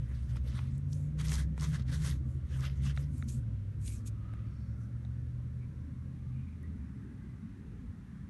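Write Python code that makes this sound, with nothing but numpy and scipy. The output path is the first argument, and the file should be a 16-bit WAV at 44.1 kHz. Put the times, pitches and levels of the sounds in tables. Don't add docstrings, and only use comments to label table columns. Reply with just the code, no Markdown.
import sys
import numpy as np
from scipy import signal
from scipy.fft import rfft, irfft, next_fast_len
from scipy.io import wavfile
from scipy.ndimage import uniform_filter1d, map_coordinates

SR = 44100
rng = np.random.default_rng(int(sys.argv[2]) if len(sys.argv) > 2 else 0)


def unload_wav(signal):
    wavfile.write(
        sys.argv[1],
        SR,
        np.round(np.clip(np.atleast_2d(signal).T, -1, 1) * 32767).astype(np.int16),
    )


N = 365789
TIME = np.arange(N) / SR
CUTOFF_HZ, THUD_BELOW_HZ = 12000, 1000
EDGE_DB, SWELL_ROUNDNESS = 28.5, 1.55

# time of top speed,
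# rise and fall in seconds, relative level in dB, extra treble in dB.
BRUSH_STROKES = [(1.21, 0.041, 0.03, -50, -1), (1.255, 0.036, 0.023, -56.5, 5),
                 (1.335, 0.13, 0.077, -49, 5), (1.4, 0.069, 0.068, -54, 4), (1.64, 0.077, 0.059, -49.5, 2),
                 (1.69, 0.048, 0.065, -74.5, 15), (1.75, 0.063, 0.048, -49.5, -3.5),
                 (1.797, 0.015, 0.042, -56.5, -12), (1.897, 0.045, 0.026, -56.5, -13),
                 (1.948, 0.088, 0.066, -53, 4), (2.065, 0.096, 0.12, -50, 5.5)]
FINGER_STROKES = [(0.13, 0.39, 0.49, -69.5, -2), (0.3, 0.034, 0.066, -67.5, -2),
                  (0.368, 0.031, 0.025, -56.5, -6.5), (0.485, 0.054, 0.061, -62, -2),
                  (0.563, 0.11, 0.11, -57.5, -7), (0.65, 0.15, 0.24, -67.5, -8),
                  (2.58, 0.14, 0.2, -56, -4.5), (2.655, 0.056, 0.076, -51.5, -8.5),
                  (2.77, 0.075, 0.1, -80, 4), (2.862, 0.065, 0.06, -51.5, -3.5),
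                  (2.905, 0.064, 0.038, -54, -7), (3.0, 0.097, 0.1, -62, 0.5)]
# time of top speed, rise and fall in seconds,
# relative level in dB, ringing pitch in Hz, its slide in octaves per second.
SLEEVE_STROKES = [(0.94, 0.08, 0.12, -64.5, 6100, 3), (1.04, 0.15, 0.14, -74.5, 7150, -2),
                  (3.177, 0.13, 0.17, -66, 7800, -5), (3.291, 0.02, 0.039, -53, 6530, 3),
                  (3.331, 0.045, 0.095, -58, 7400, 3), (3.821, 0.033, 0.06, -67, 8550, 0),
                  (3.872, 0.05, 0.08, -51.5, 8770, 7.5), (3.942, 0.062, 0.093, -57.5, 7740, -10),
                  (4.075, 0.025, 0.026, -50, 6900, -2)]
# frequency in Hz, relative strength in dB.
BRUSH_SPECTRUM = [(400, 1), (700, -7.5), (1100, 2), (2000, 3), (2350, -2.5), (2750, -4.5), (3300, -1),
                  (4800, -5), (6200, -3), (7700, -7.5), (9200, -6.5), (10500, -12.5), (11400, -8.5),
                  (12500, -24)]
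FINGER_SPECTRUM = [(400, -26), (780, -3.5), (1200, 3), (2050, 2.5), (2400, -2), (2900, -0.5), (3600, -0.5),
                   (4500, -4), (6000, -2), (7800, -7.5), (8800, -4), (10500, -12.5), (11300, -5),
                   (12500, -24)]
SLEEVE_SPECTRUM = [(1200, -40), (2000, -28), (2350, -0.5), (2900, -6), (4200, -3.5), (5100, -4.5),
                   (6400, 2), (9000, 3), (10500, -2), (11400, 1.5), (12500, -18)]
# middle and half length in seconds, pitch and
# band width in Hz, level in dB.
GRIP_RASPS = [(0.128, 0.044, 1770, 730, -66), (0.747, 0.036, 7660, 2500, -75.5),
              (2.32, 0.048, 8350, 4900, -74.5), (2.657, 0.011, 3500, 2389, -55.5),
              (2.884, 0.12, 2030, 350, -69), (3.911, 0.033, 2360, 400, -67), (4.364, 0.15, 2120, 1500, -72),
              (4.823, 0.029, 8300, 4900, -79)]
# start in seconds, relative peak in dB, brightness in dB per octave, extra thud in dB.
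COIN_BUMPS = [(0.3585, -48.5, 4, 10), (0.369, -47, -10, -16), (0.5906, -39.5, 2.5, 4.5),
              (1.578, -42, -7, -4)]
HAND_CLICKS = [(2.975, -30, 1, -1), (3.2249, -35.5, -3, -13), (4.337, -45, -4, 2), (5.05, -47.5, 10, 26)]
# pitch in Hz, relative level in dB,
# seconds to fade by 60 dB.
COIN_NOTES = [(445, -15.5, 0.03), (720, -11.5, 0.012), (950, -6, 0.016), (1380, -7.5, 0.017),
              (1950, -7, 0.0098), (2460, -8, 0.018), (3270, -4, 0.0058)]
# pitch and band width in Hz, relative level in dB.
CLICK_NOTES = [(670, 250, 0.5), (1350, 280, 1), (1970, 590, 0), (3750, 470, -5), (6300, 1200, -28)]
# start in seconds, peak in dB, pitch in Hz, seconds to crumble away.
GRIT_SNAPS = [(0.367, -45, 7000, .008), (0.7808, -47.5, 10000, .004), (0.928, -44, 4400, 0.0088),
              (0.932, -37.5, 5600, .004), (1.1906, -43, 5000, .005), (1.198, -40, 3600, 0.0075),
              (1.213, -40, 5530, 0.012), (1.2692, -38, 5000, .005), (1.274, -39, 5000, .005),
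              (1.284, -30.5, 5170, 0.0035), (1.294, -32, 4440, .006), (1.3175, -31, 6750, .005),
              (1.32, -33.5, 1930, 0.012), (1.3305, -33, 5500, .006), (1.339, -31.5, 5360, .02),
              (1.3464, -33, 4900, .008), (1.355, -32, 4870, .008), (1.579, -46, 6300, .008),
              (1.5972, -40, 4170, 0.015), (1.6098, -34, 5530, 0.012), (1.622, -42, 5000, .012),
              (1.734, -44, 2300, .008), (1.785, -54, 3500, .005), (1.822, -48, 3800, 0.029),
              (2.112, -37.5, 4000, 0.011), (2.607, -41, 5990, 0.0076), (2.6538, -41, 3770, .006),
              (2.699, -41, 1980, 0.0082), (2.8375, -50, 4260, .006), (2.965, -46, 3600, .006),
              (3.181, -44, 8500, .008), (3.286, -41.5, 5460, .02), (3.879, -38, 4500, .004),
              (3.881, -39, 3160, 0.0035), (4.0746, -44, 8005, 0.0094), (4.337, -58, 10500, .008),
              (6.63, -58.5, 10500, .012)]

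# time in seconds, firings per second.
FIRING_RATE = [(0.0, 112.6), (0.6, 128.1), (0.95, 145.6), (1.52, 158.5), (1.82, 126.4), (2.5, 129.8),
               (3.13, 143.8), (3.62, 99.34), (5.4, 123), (6.66, 129.3), (7.1, 103), (8.29, 88.9)]
# time in seconds, relative levels of firing tone and burble in dB.
ENGINE_LEVELS = [(0.0, -37.5, -47), (0.6, -41, -39.5), (0.95, -34.5, -39), (1.35, -39, -44),
                 (1.68, -37, -43.5), (2.1, -37, -40.5), (3.25, -38, -40.5), (3.9, -41, -42.5),
                 (4.95, -41, -44), (6.45, -44, -43.5), (6.7, -60, -41), (7.2, -50, -53), (8.29, -74, -70)]
# deepest moment, rise and fall in seconds, depth of the dip in dB.
THROTTLE_LIFTS = [(1.56, 0.11, 0.066, 8.5), (4.56, 0.081, 0.19, 5.5), (5.95, 0.8, 0.21, 7.5)]
# delay in seconds, steady level in dB, time the car passes
# the wall and half length of that pass in seconds, level of the echo added then in dB.
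WALL_ECHOES = [(.23, -16.5, 1.71, 0.045, 5.5), (.41, -16, 1.976, 0.058, 1.5), (.62, -14, 2.07, .05, 1)]
# frequency in Hz, relative strength in dB.
ROAR_SPECTRUM = [(170, 5), (220, 6), (270, -4), (340, -4.5), (385, -23.5), (430, -14.5), (500, -13.5),
                 (550, -11), (620, -18.5), (800, -32.5)]
# time in seconds, pitch in Hz.
MOTOR_PITCH = [(0.0, 63.8), (1.8, 67.07), (3.1, 68.47), (3.6, 61.15), (4.4, 60.1)]
# loudest moment, rise and fall in seconds, level in dB.
MOTOR_SWELLS = [(0.08, 0.24, 0.28, -41.5), (0.42, 0.34, 0.27, -38), (1.38, 0.3, 0.45, -33.5),
                (1.98, 0.34, 0.71, -39.5), (2.82, 0.41, 0.76, -36.5)]
# pitch in Hz, relative level in dB.
HUM_TONES = [(165.5, -53.5), (184, -61.5), (198.5, -56)]
# middle and half length
# in seconds, pitch in Hz, relative level in dB.
BIRD_CALLS = [(4.337, 0.14, 1250, -70), (4.599, 0.1, 4500, -85.5), (4.656, 0.12, 5400, -86),
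              (4.832, .022, 5930, -80), (5.63, 0.013, 2300, -71), (6.399, 0.023, 2800, -83),
              (6.396, 0.049, 2430, -77), (6.51, .028, 2330, -74.5), (6.639, .025, 1950, -73)]
TYRE_SONGS = [(4.803, 0.17, 1450, -74.5), (8.152, 0.085, 1650, -71.5)]
# frequency in Hz, relative strength in dB.
RUMBLE_SPECTRUM = [(60, 5), (110, -4), (160, -6.5), (185, -0.5), (220, 0), (265, -5), (320, -18),
                   (390, -19), (470, -27), (560, -29), (630, -44.5), (1000, -68)]
BOOM_SPECTRUM = [(22, -24), (32, -17), (40, -12), (48, -0.5), (62, -16.5), (85, -5.5), (130, 2.5),
                 (180, -14.5)]
TYRE_SPECTRUM = [(400, -8.5), (700, -2.5), (1050, 1.5), (1500, 2), (1900, 0), (2400, -6), (3300, -14),
                 (5000, -26), (9000, -57)]
AIR_SPECTRUM = [(500, -10), (3800, 4), (4900, -0.5), (5800, 2), (7600, -2.5), (9200, -0.5), (10500, -6),
                (11400, -3), (12500, -11.5)]


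def friction(strokes, spectrum, per_s, spread_db, flutter_db, patchy_db, body_db, treble_db, brightening):
    slips = grains(per_s, spread_db) * from_db(flutter_db * drift(72))
    slips = patchy(coloured(slips, spectrum), patchy_db)
    body = signal.sosfiltfilt(signal.butter(2, 4500, fs=SR, output="sos"), slips)
    treble = slips - body
    body_gain = treble_gain = 0
    for s, rise_s, fall_s, db, bright_db in strokes:
        speed = swell(s, rise_s, fall_s)
        body_gain += from_db(db + body_db) * speed
        treble_gain += from_db(db + treble_db + bright_db) * speed ** brightening
    return body_gain * rms_one(body) + treble_gain * rms_one(treble)


def sleeve_swishes(hiss_db=-1.5, ring_db=-5.5, ring_width_hz=900):
    hiss = from_db(hiss_db) * coloured(grains(per_s=7200, spread_db=3.0), SLEEVE_SPECTRUM)
    lowpass = signal.butter(2, ring_width_hz / 2, fs=SR, output="sos")
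    low_noise = np.sqrt(2) * rms_one(signal.sosfilt(lowpass, rng.standard_normal(N)))
    out = 0
    for s, rise_s, fall_s, db, hz, glide in SLEEVE_STROKES:
        sliding_hz = hz * 2 ** (glide * np.clip(TIME - s, -.1, .1))
        ring = from_db(ring_db) * low_noise * sine(sliding_hz)
        out += from_db(db) * swell(s, rise_s, fall_s) * (hiss + ring)
    return out


def grip_rasps():
    slips = grains(per_s=4000, spread_db=4.5)
    return sum(from_db(db) * bell(s, half_s) * band(slips, hz, width_hz)
               for s, half_s, hz, width_hz, db in GRIP_RASPS)


def coin_bumps(level_db=2.5, contact_s=0.00019):
    out, t = np.zeros(N), TIME[:SR // 15]
    for s, peak_db, slope_db, thud_db in COIN_BUMPS:
        ring = 0
        for hz, db, fade_s in COIN_NOTES:
            note_db = db + slope_db * np.log2(hz) + thud_db * (hz < THUD_BELOW_HZ) + rng.normal(0, 1)
            note = from_db(note_db - 60 * t / fade_s) * np.sin(2 * np.pi * hz * t)
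            ring = note - ring
        onset = 1 - np.exp(-t / contact_s)
        add_hit(out, s, ring * onset, peak_db + level_db)
    return out


def hand_clicks():
    out, tap = np.zeros(N), signal.unit_impulse(SR // 15)
    for s, peak_db, slope_db, thud_db in HAND_CLICKS:
        ring = 0
        for hz, width_hz, db in CLICK_NOTES:
            note_db = db + slope_db * np.log2(hz) + thud_db * (hz < THUD_BELOW_HZ)
            note = from_db(note_db) * np.sqrt(width_hz) * band(tap, hz, width_hz)
            ring = note - ring
        add_hit(out, s, ring, peak_db)
    return out


def grit_snaps(crumble_db=-13, band_ratio=1.4):
    out, t = np.zeros(N), TIME[:SR // 25]
    for s, peak_db, hz, crumble_s in GRIT_SNAPS:
        edges_hz = [hz / band_ratio, min(hz * band_ratio, CUTOFF_HZ)]
        bandpass = signal.butter(2, edges_hz, "band", fs=SR, output="sos")
        crumbs = rng.standard_normal(len(t)) * from_db(crumble_db - 60 * t / crumble_s)
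        add_hit(out, s, signal.sosfilt(bandpass, (t == 0) + crumbs), peak_db)
    return out


def near_echoes(x, first_s=.0019, last_s=0.013, echo_db=-21.5, sway=0.034, count=5):
    echoes = 0
    for delay_s in np.geomspace(first_s, last_s, count):
        swaying_s = delay_s * (1 + sway * drift(0.405))
        echoes += map_coordinates(x, [(TIME - swaying_s) * SR], order=1)
    return (x + from_db(echo_db) * echoes) / np.sqrt(1 + count * from_db(echo_db) ** 2)


def engine(burble_db=-2.0, weak_db=-23, roar_db=-16.5):
    firing_hz, = in_time(FIRING_RATE)
    cycle_hz = firing_hz / 8
    tone_db, uneven_db = in_time(ENGINE_LEVELS)
    eased_db = sum(db * swell(s, rise_s, fall_s) for s, rise_s, fall_s, db in THROTTLE_LIFTS)
    firing = from_db(tone_db - eased_db) * far_tone(firing_hz, waver_db=1.37, jitter_hz=0.97)
    burble = from_db(uneven_db + burble_db) * far_tone(5 * cycle_hz, waver_db=2.5, jitter_hz=0.85)
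    weak = sum(far_tone(k * cycle_hz, waver_db=1.5, jitter_hz=2.553) for k in (3, 7, 10, 14))
    weak *= from_db(tone_db + weak_db)
    roar = patchy(noise(ROAR_SPECTRUM), depth_db=3.5, rate_hz=14, count=5, low_hz=204, high_hz=650)
    roar *= from_db(uniform_filter1d(tone_db, size=SR) + roar_db)
    return firing + burble + weak + roar + wall_echoes(firing)


def wall_echoes(x):
    out = 0
    for delay_s, db, s, half_s, passing_db in WALL_ECHOES:
        gain = from_db(db) + from_db(passing_db) * bell(s, half_s)
        out += gain * np.interp(TIME - delay_s, TIME, x, left=0)
    return out


def second_motor(held_db=-46.5, fade_from_s=3.56, fade_db_per_s=11):
    hz, = in_time(MOTOR_PITCH)
    held = from_db(held_db - fade_db_per_s * np.maximum(TIME - fade_from_s, 0))
    swells = sum(from_db(db) * swell(s, rise_s, fall_s) for s, rise_s, fall_s, db in MOTOR_SWELLS)
    return (held + swells) * far_tone(hz, waver_db=1.5, jitter_hz=0.58)


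def motor_hum(level_db=-4.0, start_s=3.9, full_s=6.3):
    hum = sum(from_db(db + level_db) * far_tone(hz, waver_db=3.0, jitter_hz=0.42) for hz, db in HUM_TONES)
    return hum * np.interp(TIME, [start_s, full_s], [0, 1])


def birds(halo_db=1.0, halo_share=0.14, jitter_share=.016):
    white, out = rng.standard_normal(N), 0
    for s, half_s, hz, db in BIRD_CALLS:
        tone = far_tone(hz, waver_db=-2.5, jitter_hz=jitter_share * hz)
        whistle = rms_one(tone * (1 + drift(42)))
        halo = from_db(halo_db) * band(white, hz, halo_share * hz)
        out += from_db(db) * bell(s, half_s) * (whistle + halo)
    return out


def traffic(rumble_db=-51.5, boom_db=-42.5, ebb_db_per_s=1, tyres_db=-71):
    passing = swell(top_s=7.32, rise_s=1.9, fall_s=3.4)
    rumble = patchy(noise(RUMBLE_SPECTRUM), depth_db=3.5, rate_hz=5, count=6, low_hz=155, high_hz=610)
    rumble *= from_db(rumble_db + 4 * passing)
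    boom = from_db(boom_db - ebb_db_per_s * TIME) * noise(BOOM_SPECTRUM)
    tyres = patchy(noise(TYRE_SPECTRUM), depth_db=2.0, rate_hz=2.7, count=18, high_hz=2800)
    tyres *= from_db(tyres_db + 1.5 * passing)
    singing = sum(from_db(db) * bell(s, half_s) * band(rng.standard_normal(N), hz, width_hz=450)
                  for s, half_s, hz, db in TYRE_SONGS)
    return rumble + boom + tyres + singing


def still_air(level_db=-78.5):
    return from_db(level_db) * noise(AIR_SPECTRUM)


def far_tone(hz, waver_db, jitter_hz):
    return np.sqrt(2) * sine(hz + jitter_hz * drift(12.34)) * from_db(waver_db * drift(7.7))


def patchy(x, depth_db, rate_hz=14, count=11, low_hz=700, high_hz=CUTOFF_HZ):
    size = next_fast_len(N)
    spectrum, hz = rfft(x, size), np.arange(size // 2 + 1) * SR / size
    centres = np.geomspace(low_hz, high_hz, count)
    bands = (irfft(spectrum * np.interp(hz, centres, share), size)[:N] for share in np.eye(count))
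    return sum(part * from_db(depth_db * drift(rate_hz)) for part in bands)


def grains(per_s, spread_db):
    sizes = from_db(spread_db * np.minimum(rng.exponential(1, N), 4.5))
    return rms_one(sizes * rng.choice([-1, 1], N) * (rng.random(N) < per_s / SR))


def noise(spectrum):
    return coloured(rng.standard_normal(N), spectrum)


def coloured(x, spectrum):
    hz, db = np.transpose(spectrum)
    size = next_fast_len(N)
    log_hz = np.log(np.maximum(np.arange(size // 2 + 1) * SR / size, 1))
    beyond = np.maximum(np.log(hz[0]) - log_hz, 0) + np.maximum(log_hz - np.log(hz[-1]), 0)
    gain = from_db(np.interp(log_hz, np.log(hz), db) - 35 * beyond)
    return rms_one(irfft(rfft(x, size) * gain, size)[:N])


def band(x, hz, width_hz):
    bandpass = signal.butter(2, [hz - width_hz / 2, hz + width_hz / 2], "band", fs=SR, output="sos")
    return rms_one(signal.sosfilt(bandpass, x))


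def drift(rate_hz):
    pole = np.exp(-2 * np.pi * rate_hz * 20 / SR)
    white = rng.standard_normal(N // 20 + 4002)
    slow = signal.lfilter([1], [1, -2 * pole, pole * pole], white)[4000:]
    return np.interp(np.arange(N) / 20, np.arange(len(slow)), rms_one(slow))


def swell(top_s, rise_s, fall_s):
    away = np.maximum((top_s - TIME) / rise_s, (TIME - top_s) / fall_s)
    near, out = away < 3, np.zeros(N)
    out[near] = from_db(-EDGE_DB * away[near] ** SWELL_ROUNDNESS)
    return out


def bell(middle_s, half_s):
    return np.exp(-.5 * np.minimum(((TIME - middle_s) / half_s) ** 2, 200))


def sine(hz):
    return np.sin(2 * np.pi * np.cumsum(hz) / SR)


def add_hit(out, s, sound, peak_db):
    at = round(s * SR)
    out[at:at + len(sound)] += from_db(peak_db) * sound[:N - at] / np.abs(sound).max()


def in_time(rows):
    s, *columns = np.transpose(rows)
    return [np.interp(TIME, s, column) for column in columns]


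def from_db(db):
    return 10 ** (np.asarray(db) / 20)


def rms_one(x):
    return x / np.sqrt(np.mean(x ** 2) + 1e-20)


def scene():
    brush = friction(BRUSH_STROKES, BRUSH_SPECTRUM, per_s=7500, spread_db=2.0, flutter_db=0.66,
                     patchy_db=2.1, body_db=0.64, treble_db=-4.0, brightening=1.18)
    fingers = friction(FINGER_STROKES, FINGER_SPECTRUM, per_s=6000, spread_db=1.0, flutter_db=1.0,
                       patchy_db=3.5, body_db=-0.55, treble_db=-2.5, brightening=1.0)
    rubbing = near_echoes(brush + fingers + sleeve_swishes() + grip_rasps())
    hits = coin_bumps() + hand_clicks() + grit_snaps()
    background = engine() + second_motor() + motor_hum() + birds() + traffic() + still_air()
    return (rubbing + hits + background)[None]


def record(dry):
    return signal.sosfilt(signal.ellip(12, .1, 80, CUTOFF_HZ, fs=SR, output="sos"), dry)


dry = scene()
out = record(dry)
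unload_wav(out)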